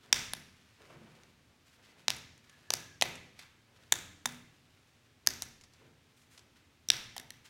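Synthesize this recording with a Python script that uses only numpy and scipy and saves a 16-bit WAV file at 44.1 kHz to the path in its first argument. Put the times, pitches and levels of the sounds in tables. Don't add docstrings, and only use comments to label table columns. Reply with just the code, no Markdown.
import sys
import numpy as np
from scipy import signal
from scipy.fft import rfft, irfft
from scipy.io import wavfile

SR = 44100
rng = np.random.default_rng(int(sys.argv[2]) if len(sys.argv) > 2 else 0)


def transcribe(signal):
    frames = np.atleast_2d(signal).T
    limited = np.clip(frames, -1, 1)
    pcm = np.round(limited * 32767).astype(np.int16)
    wavfile.write(sys.argv[1], SR, pcm)


N = 330309

# frequency_hz, level_db
BOOM_COLOUR = [(25, -47), (55, -16), (76, 1.5), (120, 2), (175, -1.5), (250, 0), (400, -8.5), (800, -22.5),
               (3000, -59.5)]
# [(pitch_hz, width_hz, level_db), ...]
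WAFER_SNAPS = [(0.1278, 0.0021, -14, -19.5, 3.5, -1.5, [(910, 300, 5.5), (1660, 450, 10), (2310, 640, 14.5),
               (3510, 540, 17.5), (4740, 360, 15), (5680, 950, 20), (7450, 350, 14.5), (8850, 610, 10),
               (15000, 2200, -2)]), (0.3356, 0.0019, -11.5, -29, 0.5, -8, [(820, 520, -2.0), (1680, 370, 1),
               (3730, 1340, 1.0), (10090, 1500, -2.5)]),
               (2.0824, 0.00095, -21.1, -23.5, 1, -5, [(796, 490, 6.5), (2500, 1900, 8), (3860, 620, 14),
               (5330, 860, 12.5), (6640, 640, 9)]), (2.1036, 0.00091, -10.8, -38, -8, -15, [(690, 380, -4),
               (3480, 2300, 5.5), (5600, 420, 6)]), (2.7044, 0.002, -12, -28, 5, -15, [(747, 860, 2.5),
               (3580, 3000, 2.5), (4670, 260, 7.5), (6000, 720, 12)]),
               (2.7378, 0.0011, -4.5, -28, -4, -9, [(715, 550, 3), (2520, 840, -4.5), (3740, 390, 10),
               (5180, 3200, 7)]), (3.0129, 0.0017, -19, -26, -1, 4, [(650, 600, -4), (3290, 1600, 4.5),
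               (5300, 1530, 6)]), (3.0226, 0.0017, -8, -23.5, 1, -19.5, [(715, 347, 16), (2010, 250, 15.5),
               (2490, 240, 16), (3090, 330, 12.5), (3840, 940, 13.5), (6300, 800, 9.5), (11040, 740, 3)]),
               (3.9222, 0.0015, -8, -29, -14.5, 2, [(1840, 810, 4), (3770, 2800, -2.5)]),
               (3.9235, 0.00087, -2, -22.5, -1, -12.5, [(910, 530, 8), (1706, 290, 12.5), (2220, 210, 5.5),
               (3630, 470, 17.5), (6780, 1400, 15.5), (13400, 3200, -1)]),
               (4.2567, 0.0037, -21, -26, 0.5, -5, [(890, 560, 5.5), (1780, 1000, 6), (3600, 390, 8.5),
               (6180, 2100, 4.5), (9560, 690, 2.5), (14520, 1800, -6)]),
               (5.2646, 0.0016, -22.5, -53, 6.5, -4, [(2095, 3000, -17.5), (6030, 1170, -8.5)]),
               (5.2726, 0.00088, -12, -22, -2.5, -7.5, [(726, 510, 4), (1750, 390, 11), (5130, 1440, 17.5),
               (6240, 710, 16), (11770, 930, 8.0)]), (5.4217, 0.0015, -10, -33, 2, 1.5, [(750, 490, -9.5),
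               (1860, 240, -12.0), (3990, 410, -1), (5850, 1140, 0)]),
               (6.887, 0.0017, -14, -31.5, 0, -21, [(3675, 430, -0.5), (5750, 430, 9), (7600, 330, -2.5)]),
               (6.9025, 0.0017, -8, -25, 0.5, -7, [(740, 340, 3), (1670, 360, 11.5), (2640, 1030, 11.5),
               (3700, 810, 20), (5110, 640, 15.5), (5660, 380, 18.5), (8200, 1700, 5.5)]),
               (7.165, 0.0041, -18, -34, 6, 12, [(790, 250, -1.5), (1880, 240, -6), (3130, 310, -6.5),
               (5340, 550, -12)]), (7.1805, 0.0011, -30.0, -37, -3, 6, [(660, 690, -15),
               (4500, 4000, -8.0)]), (7.1981, 0.003, -21.5, -34, -4, -5, [(1850, 410, -10.5),
               (3600, 900, -12), (5770, 590, -12)]),
               (7.3051, 0.0017, -21, -40.5, 5, 3.5, [(1870, 350, -9.5), (3170, 390, -10), (4130, 380, -11),
               (5810, 560, -11)])]


def snaps(size=8192, bass_lag_s=.0004, boom_s=.023, splinter_db=-25, splinter_s=.0034, thump_db=-6):
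    sharp, to_room, boom, to_dish = np.zeros((4, N))
    t = np.arange(size) / SR
    hz = np.fft.rfftfreq(size, 1 / SR) + 1
    blur = gain_of(-6) * unit(np.sqrt(mode_power(hz, centre_hz=2000, width_hz=5500)))
    for start_s, length_s, fizz_db, boom_db, room_db, dish_db, modes in WAFER_SNAPS:
        body = causal(wafer(hz, modes, fizz_db, widen=.92))
        strength = np.linalg.norm(body)
        add(sharp, start_s - bass_lag_s, signal.fftconvolve(crack(length_s), dispersed(body, bass_lag_s)))
        broad_modes = unit(wafer(hz, modes, fizz_db, widen=1.7))
        all_round = strength * unit(causal(np.hypot(broad_modes, blur)))
        add(to_room, start_s, gain_of(room_db) * all_round)
        add(to_dish, start_s, gain_of(dish_db) * all_round)
        grains = coloured(rng.standard_normal(size) * rng.standard_normal(size), CHIP_COLOUR)
        add(sharp, start_s, gain_of(splinter_db) * strength * unit(grains * np.exp(-t / splinter_s)))
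        thump = unit(ring(signal.unit_impulse(size), hz=260, width_hz=170))
        add(sharp, start_s, gain_of(boom_db + thump_db) * thump)
        rumble = coloured(rng.standard_normal(size), BOOM_COLOUR)
        add(boom, start_s, gain_of(boom_db) * unit(rumble * np.exp(-t / boom_s)))
    return sharp, to_room, boom, to_dish


def crack(length_s, jumps=9, size=1024, grit=.14, step_db=-.42, evenness=.9):
    t = np.arange(size) / SR
    force = grit * rng.standard_normal(size) * (t / length_s) * np.exp(1 - 2 * t / length_s)
    places, signs = rng.random(jumps), rng.choice([-1., 1.], jumps)
    places[0] *= .3
    for k in range(jumps):
        add(force, places[k] * length_s, signs[k:k + 1] * gain_of(step_db * k))
    spectrum = rfft(force)
    flattener = causal((abs(spectrum) + .27 * abs(spectrum).mean()) ** -evenness)
    return unit(irfft(spectrum * rfft(flattener)))


# frequency_hz, level_db
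FIZZ_COLOUR = [(300, -26.5), (1500, -10.5), (4500, -1.5), (7500, 0.5), (8800, 0), (10000, -1.5), (11500, 2),
               (13300, -9.5), (15000, -7.5), (17000, -12.5)]


def wafer(hz, modes, fizz_db, widen):
    power = sum(gain_of(db) ** 2 * mode_power(hz, centre, widen * width) for centre, width, db in modes)
    return np.sqrt(power + gain_of(fizz_db + curve_at(FIZZ_COLOUR, hz)) ** 2)


def dispersed(x, bass_lag_s, corner_hz=7000):
    hz = np.fft.rfftfreq(len(x), 1 / SR)
    phase = 2 * np.pi * bass_lag_s * corner_hz * np.expm1(-hz / corner_hz)
    fade = np.hanning(2 * len(x))[len(x):]
    return fade * irfft(rfft(x) * np.exp(1j * phase))


# pitch_hz, level_db, t60_s
DISH_MODES = [(2137, -4, .55), (2185, -5, .5), (2314, -3, .5), (3530, -3, .35), (3585, -2, .6),
              (3615, -2, .7), (3700, -4, .3), (3820, -4, .3), (4678, -6, .35), (5647, -4, .35),
              (5900, -4, .35), (6089, -2, .33)]


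def dish(x, level_db=-26, grip_db=3.5):
    t = np.arange(SR) / SR
    modes = [gain_of(db - 60 * t / t60_s) * np.sin(2 * np.pi * hz * t) for hz, db, t60_s in DISH_MODES]
    out = np.zeros(N)
    for mode in modes:
        grip = np.interp(np.arange(N), np.linspace(0, N, 16), rng.standard_normal(16))
        out += signal.oaconvolve(x * gain_of(grip_db * grip), mode)[:N]
    return gain_of(level_db) * out / np.linalg.norm(sum(modes))


# frequency_hz, level_db
CHIP_COLOUR = [(200, -9.5), (800, -3), (2000, 1.5), (4000, -3.5), (7000, -3.5), (11000, -6.5), (16000, -25)]
# start_s, peak_db, centre_hz, decay_s
CRUMB_TICKS = [(1.2345, -45.5, 3107, 0.0018), (2.1651, -36.5, 9600, 0.0026), (2.185, -44, 9500, 0.0017),
               (2.378, -51, 7000, 0.0017), (2.4959, -45, 3300, 0.0039), (3.0278, -23, 5540, 0.0033),
               (3.1547, -38, 6950, 0.0047), (3.391, -36.5, 3140, 0.0098), (3.928, -21.5, 7500, 0.0022),
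               (3.9664, -41, 8500, .002), (4.344, -45, 6180, 0.0057), (5.3058, -39, 8000, 0.0034),
               (5.4276, -34.5, 7000, 0.006), (5.611, -44.5, 4960, 0.0061), (5.637, -46, 5050, 0.0077),
               (5.7357, -51.5, 4980, .005), (6.377, -45.5, 3540, 0.0068), (6.393, -43, 4350, 0.0041),
               (6.9272, -49, 5000, 0.0023)]


def crumbs(size=2048, ring_gain=.61):
    out, t = np.zeros(N), np.arange(size) / SR
    for start_s, peak_db, centre_hz, decay_s in CRUMB_TICKS:
        scatter = rng.standard_normal(size) * np.exp(-t / decay_s)
        clicks = unit(coloured(np.pad(scatter, size), CHIP_COLOUR)[size:-size])
        tick = clicks + ring_gain * unit(ring(scatter, centre_hz, width_hz=4500))
        add(out, start_s, gain_of(peak_db) * tick / abs(tick).max())
    return out


def specks(per_s=3, level_db=-59, spread_db=2, decay_s=.004, size=512):
    falls = (rng.random(N) < per_s / SR) * gain_of(level_db + spread_db * rng.standard_normal(N))
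    scatter = unit(rng.standard_normal(size) * np.exp(-np.arange(size) / SR / decay_s))
    return coloured(signal.oaconvolve(falls, scatter)[:N], CHIP_COLOUR)


# frequency_hz, level_db
RUB_COLOUR = [(400, -16.5), (1200, 1.5), (2300, 2.5), (3600, 1), (6000, -4.5), (9000, -12), (15000, -20.5)]
# fingers on a wafer, close up
# start_s, length_s, level_db, edge_share (0-1)
WASH_AND_RUBS = [(0, 0.091, -65.5, 0), (0.464, 0.62, -67, 0.04), (0.802, 0.13, -65, 0.05),
                 (0.982, 0.34, -67.5, 0.06), (1.646, .1, -65.5, 0.13), (1.813, 0.087, -62, 0.02),
                 (1.964, 0.052, -65.5, 0.08), (2.417, 0.26, -66.5, 0.04), (3.351, .1, -60.5, 0),
                 (3.719, 0.26, -69, 0.04), (4.497, 0.46, -73.5, 0.14), (4.949, 0.12, -76.5, .15),
                 (5.708, 0.16, -69.5, 0.04), (6.036, 0.086, -74.5, 0.03), (6.15, 0.079, -67, 0.49),
                 (6.294, 0.074, -64, .5), (6.545, 0.027, -62.5, 0), (7.439, 0.017, -53, 0.17)]


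def fingers(trim_db=-2, rest_db=-81, grains_per_s=900, grain_db=4.5, largest_grain_db=14, unsteady_db=2):
    grains = rng.standard_normal(N) * (rng.random(N) < grains_per_s / SR)
    grains *= gain_of(np.minimum(grain_db * rng.exponential(1, N), largest_grain_db))
    smooth_hiss = 1.2 * rng.standard_normal(N)
    rub = evened(coloured(evened(grains) + smooth_hiss, RUB_COLOUR))
    scrape = evened(ring(rng.standard_normal(N), hz=6600, width_hz=4200, order=1))
    start_s, length_s, db, edge_share = np.transpose(WASH_AND_RUBS)
    edge_share = np.clip(edge_share, .001, .999)
    on_face, on_edge = (
        swells(zip(start_s, length_s, db + 10 * np.log10(share)), sag_db_per_s=-8.5, release_s=.024)
        for share in (1 - edge_share, edge_share))
    level = gain_of(trim_db + unsteady_db * drift(29))
    return level * (rub * np.hypot(on_face, gain_of(rest_db)) + scrape * on_edge)


# frequency_hz, level_db
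ROBE_COLOUR = [(35, -33.5), (60, -10), (114, -7.5), (166, -7.5), (212, -6.5), (357, -7.5), (414, -5),
               (529, -5.5), (3000, -17.5), (3900, -55), (6600, -120)]
# an arm or a body moves
# start_s, length_s, level_db
WASH_AND_SWISHES = [(0, 0.16, -64.5), (.78, 0.46, -60), (1.77, 0.27, -64.5), (2.5, 1, -72.5),
                    (3.66, 0.25, -67.5), (5.78, 0.049, -67), (6.3, 0.09, -72)]


def robes(trim_db=-1, rest_db=-81, flutter_db=3.5):
    cloth = evened(coloured(rng.standard_normal(N), ROBE_COLOUR) * gain_of(flutter_db * drift(26)))
    loudness = swells(WASH_AND_SWISHES, sag_db_per_s=-21, release_s=.04)
    return gain_of(trim_db) * cloth * np.hypot(loudness, gain_of(rest_db))


# start_s, pitch_hz, level_db
ALTAR_KNOCKS = [(0.986, 221, -59), (4.261, 242.3, -50)]


def knocks(width_hz=22, t60_s=.67):
    out, t = np.zeros(N), np.arange(SR) / SR
    for start_s, hz, db in ALTAR_KNOCKS:
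        waver = evened(ring(rng.standard_normal(SR), hz, width_hz, order=1))
        tone = evened(np.sin(2 * np.pi * hz * t) + .5 * waver)
        add(out, start_s, tone * gain_of(db - 60 * t / t60_s))
    return out


# time_s, pitch_hz, level_db
VESSEL_SLIDE = [(2.491, 1760, -68), (2.546, 1707, -64.5), (2.59, 1740, -78.5), (2.691, 1720, -62),
                (2.855, 1694, -60), (2.95, 1634, -64), (3.05, 1600, -90)]


def vessel(trim_db=-4, width_hz=160):
    time_s, hz, db = np.transpose(VESSEL_SLIDE)
    t = np.arange(N) / SR
    tone = np.exp(2j * np.pi * np.cumsum(np.interp(t, time_s, hz)) / SR)
    friction = drift(width_hz / 2) + 1j * drift(width_hz / 2)
    song = (tone * friction / np.sqrt(abs(friction))).real
    sliding = (t > time_s[0]) & (t < time_s[-1])
    return evened(song) * gain_of(np.interp(t, time_s, db) + trim_db) * sliding


# delay_s, level_db
NEAR_REFLECTIONS = [(.0058, -34), (.0152, -21), (.0162, -25), (.0235, -35), (.029, -32), (.032, -30),
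                    (.0332, -25), (.065, -29.5)]


def first_echoes(x, smear_s=.00048):
    taps = np.zeros(SR // 8)
    for delay_s, db in NEAR_REFLECTIONS:
        add(taps, delay_s, gain_of(db) * crack(smear_s, jumps=3))
    return signal.oaconvolve(x, taps)[:N]


# frequency_hz, t60_s
NAVE_DECAY = [(100, 1.04), (300, 0.81), (800, 0.52), (2000, 0.7), (4000, 0.65), (6200, 0.65), (11000, 0.49),
              (16000, 0.42)]
# frequency_hz, level_db
NAVE_COLOUR = [(100, 14.5), (400, 4), (800, 2), (1300, 0.5), (2400, 1), (4000, -3.5), (6200, -4.5),
               (8500, -5.5), (12000, -3), (15500, -2)]


def nave(x, delay_s=.023, build_s=.0027, lumpy_db=2.5):
    t = np.arange(2 * SR) / SR
    swell = 1 - np.exp(-np.maximum(t - delay_s, t / 10) / build_s)
    taps = rng.standard_normal(len(t)) * gain_of(lumpy_db * rng.standard_normal(len(t))) * swell
    hz, age_s, bands = signal.stft(taps, SR, nperseg=256)
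    bands *= gain_of(curve_at(NAVE_COLOUR, hz)[:, None] - 60 * age_s / curve_at(NAVE_DECAY, hz)[:, None])
    tail = signal.istft(bands, SR, nperseg=256)[1]
    return signal.fftconvolve(x, unit(tail))[:N]


# frequency_hz, level_db
HUSH_COLOUR = [(25, -21), (50, -10), (80, 2.5), (112, 3.5), (180, -7.5), (245, -2), (390, -11),
               (700, -14.5), (1400, -15), (2400, -14), (3700, -16.5), (7000, -23), (10500, -29),
               (16000, -33.5)]


def hush(level_db=-67.5):
    return gain_of(level_db) * evened(coloured(rng.standard_normal(N), HUSH_COLOUR))


def swells(rows, sag_db_per_s, release_s, attack_s=.026):
    power, t = np.zeros(N), np.arange(SR) / SR
    for start_s, length_s, db in rows:
        shape = np.minimum(t / attack_s, 1) * np.exp(-np.maximum(t - length_s, 0) / release_s)
        add(power, start_s, (shape * gain_of(db + sag_db_per_s * t)) ** 2)
    return np.sqrt(power)


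def ring(x, hz, width_hz, order=2):
    low_hz = np.sqrt(hz ** 2 + width_hz ** 2 / 4) - width_hz / 2
    band_hz = [low_hz, min(low_hz + width_hz, .45 * SR)]
    return signal.sosfilt(signal.butter(order, band_hz, "band", fs=SR, output="sos"), x)


def mode_power(hz, centre_hz, width_hz):
    return (1 + ((hz - centre_hz ** 2 / hz) / width_hz) ** 2) ** -1.5


def causal(gain):
    log_gain = np.log(np.r_[gain, gain[-2:0:-1]] + 1e-5 * gain.max())
    return np.fft.ifft(np.exp(np.conj(signal.hilbert(log_gain)))).real


def drift(cutoff_hz):
    hz = np.fft.rfftfreq(N, 1 / SR)
    return evened(irfft(rfft(rng.standard_normal(N)) / (1 + (hz / cutoff_hz) ** 4), N))


def coloured(x, colour):
    return irfft(rfft(x) * gain_of(curve_at(colour, np.fft.rfftfreq(len(x), 1 / SR))), len(x))


def curve_at(points, hz):
    point_hz, values = np.transpose(points)
    return np.interp(np.log(hz + 1), np.log(point_hz + 1), values)


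def add(mix, start_s, sound):
    part = mix[max(round(start_s * SR), 0):][:len(sound)]
    part += sound[:len(part)]


def gain_of(db):
    return 10 ** (np.asarray(db) / 20)


def evened(x):
    return x / np.sqrt(np.mean(x ** 2) + 1e-30)


def unit(x):
    return x / np.sqrt(np.sum(x ** 2) + 1e-30)


def scene(room_db=-14, boom_db=-.5, boom_room_db=-9, crumb_lift_db=3, rustle_room_db=-5):
    sharp, to_room, boom, to_dish = snaps()
    ticks = crumbs() + specks()
    rustle = robes() + fingers()
    crisp = sharp + ticks
    metal = dish(to_dish + ticks) + vessel()
    to_nave = gain_of(room_db) * (to_room + metal + gain_of(crumb_lift_db) * ticks)
    to_nave += gain_of(boom_room_db) * boom + gain_of(rustle_room_db) * rustle
    direct = crisp + gain_of(boom_db) * boom + rustle + metal + knocks()
    return (direct + first_echoes(crisp) + nave(to_nave) + hush())[None]


def record(dry, ceiling=.82, cutoff_hz=16300):
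    rounded = dry / (1 + (dry / ceiling) ** 6) ** (1 / 6)
    lowpass = signal.firwin(255, cutoff_hz, window=("kaiser", 8), fs=SR)
    return signal.oaconvolve(rounded, lowpass[None], "same")


dry = scene()
out = record(dry)
transcribe(out)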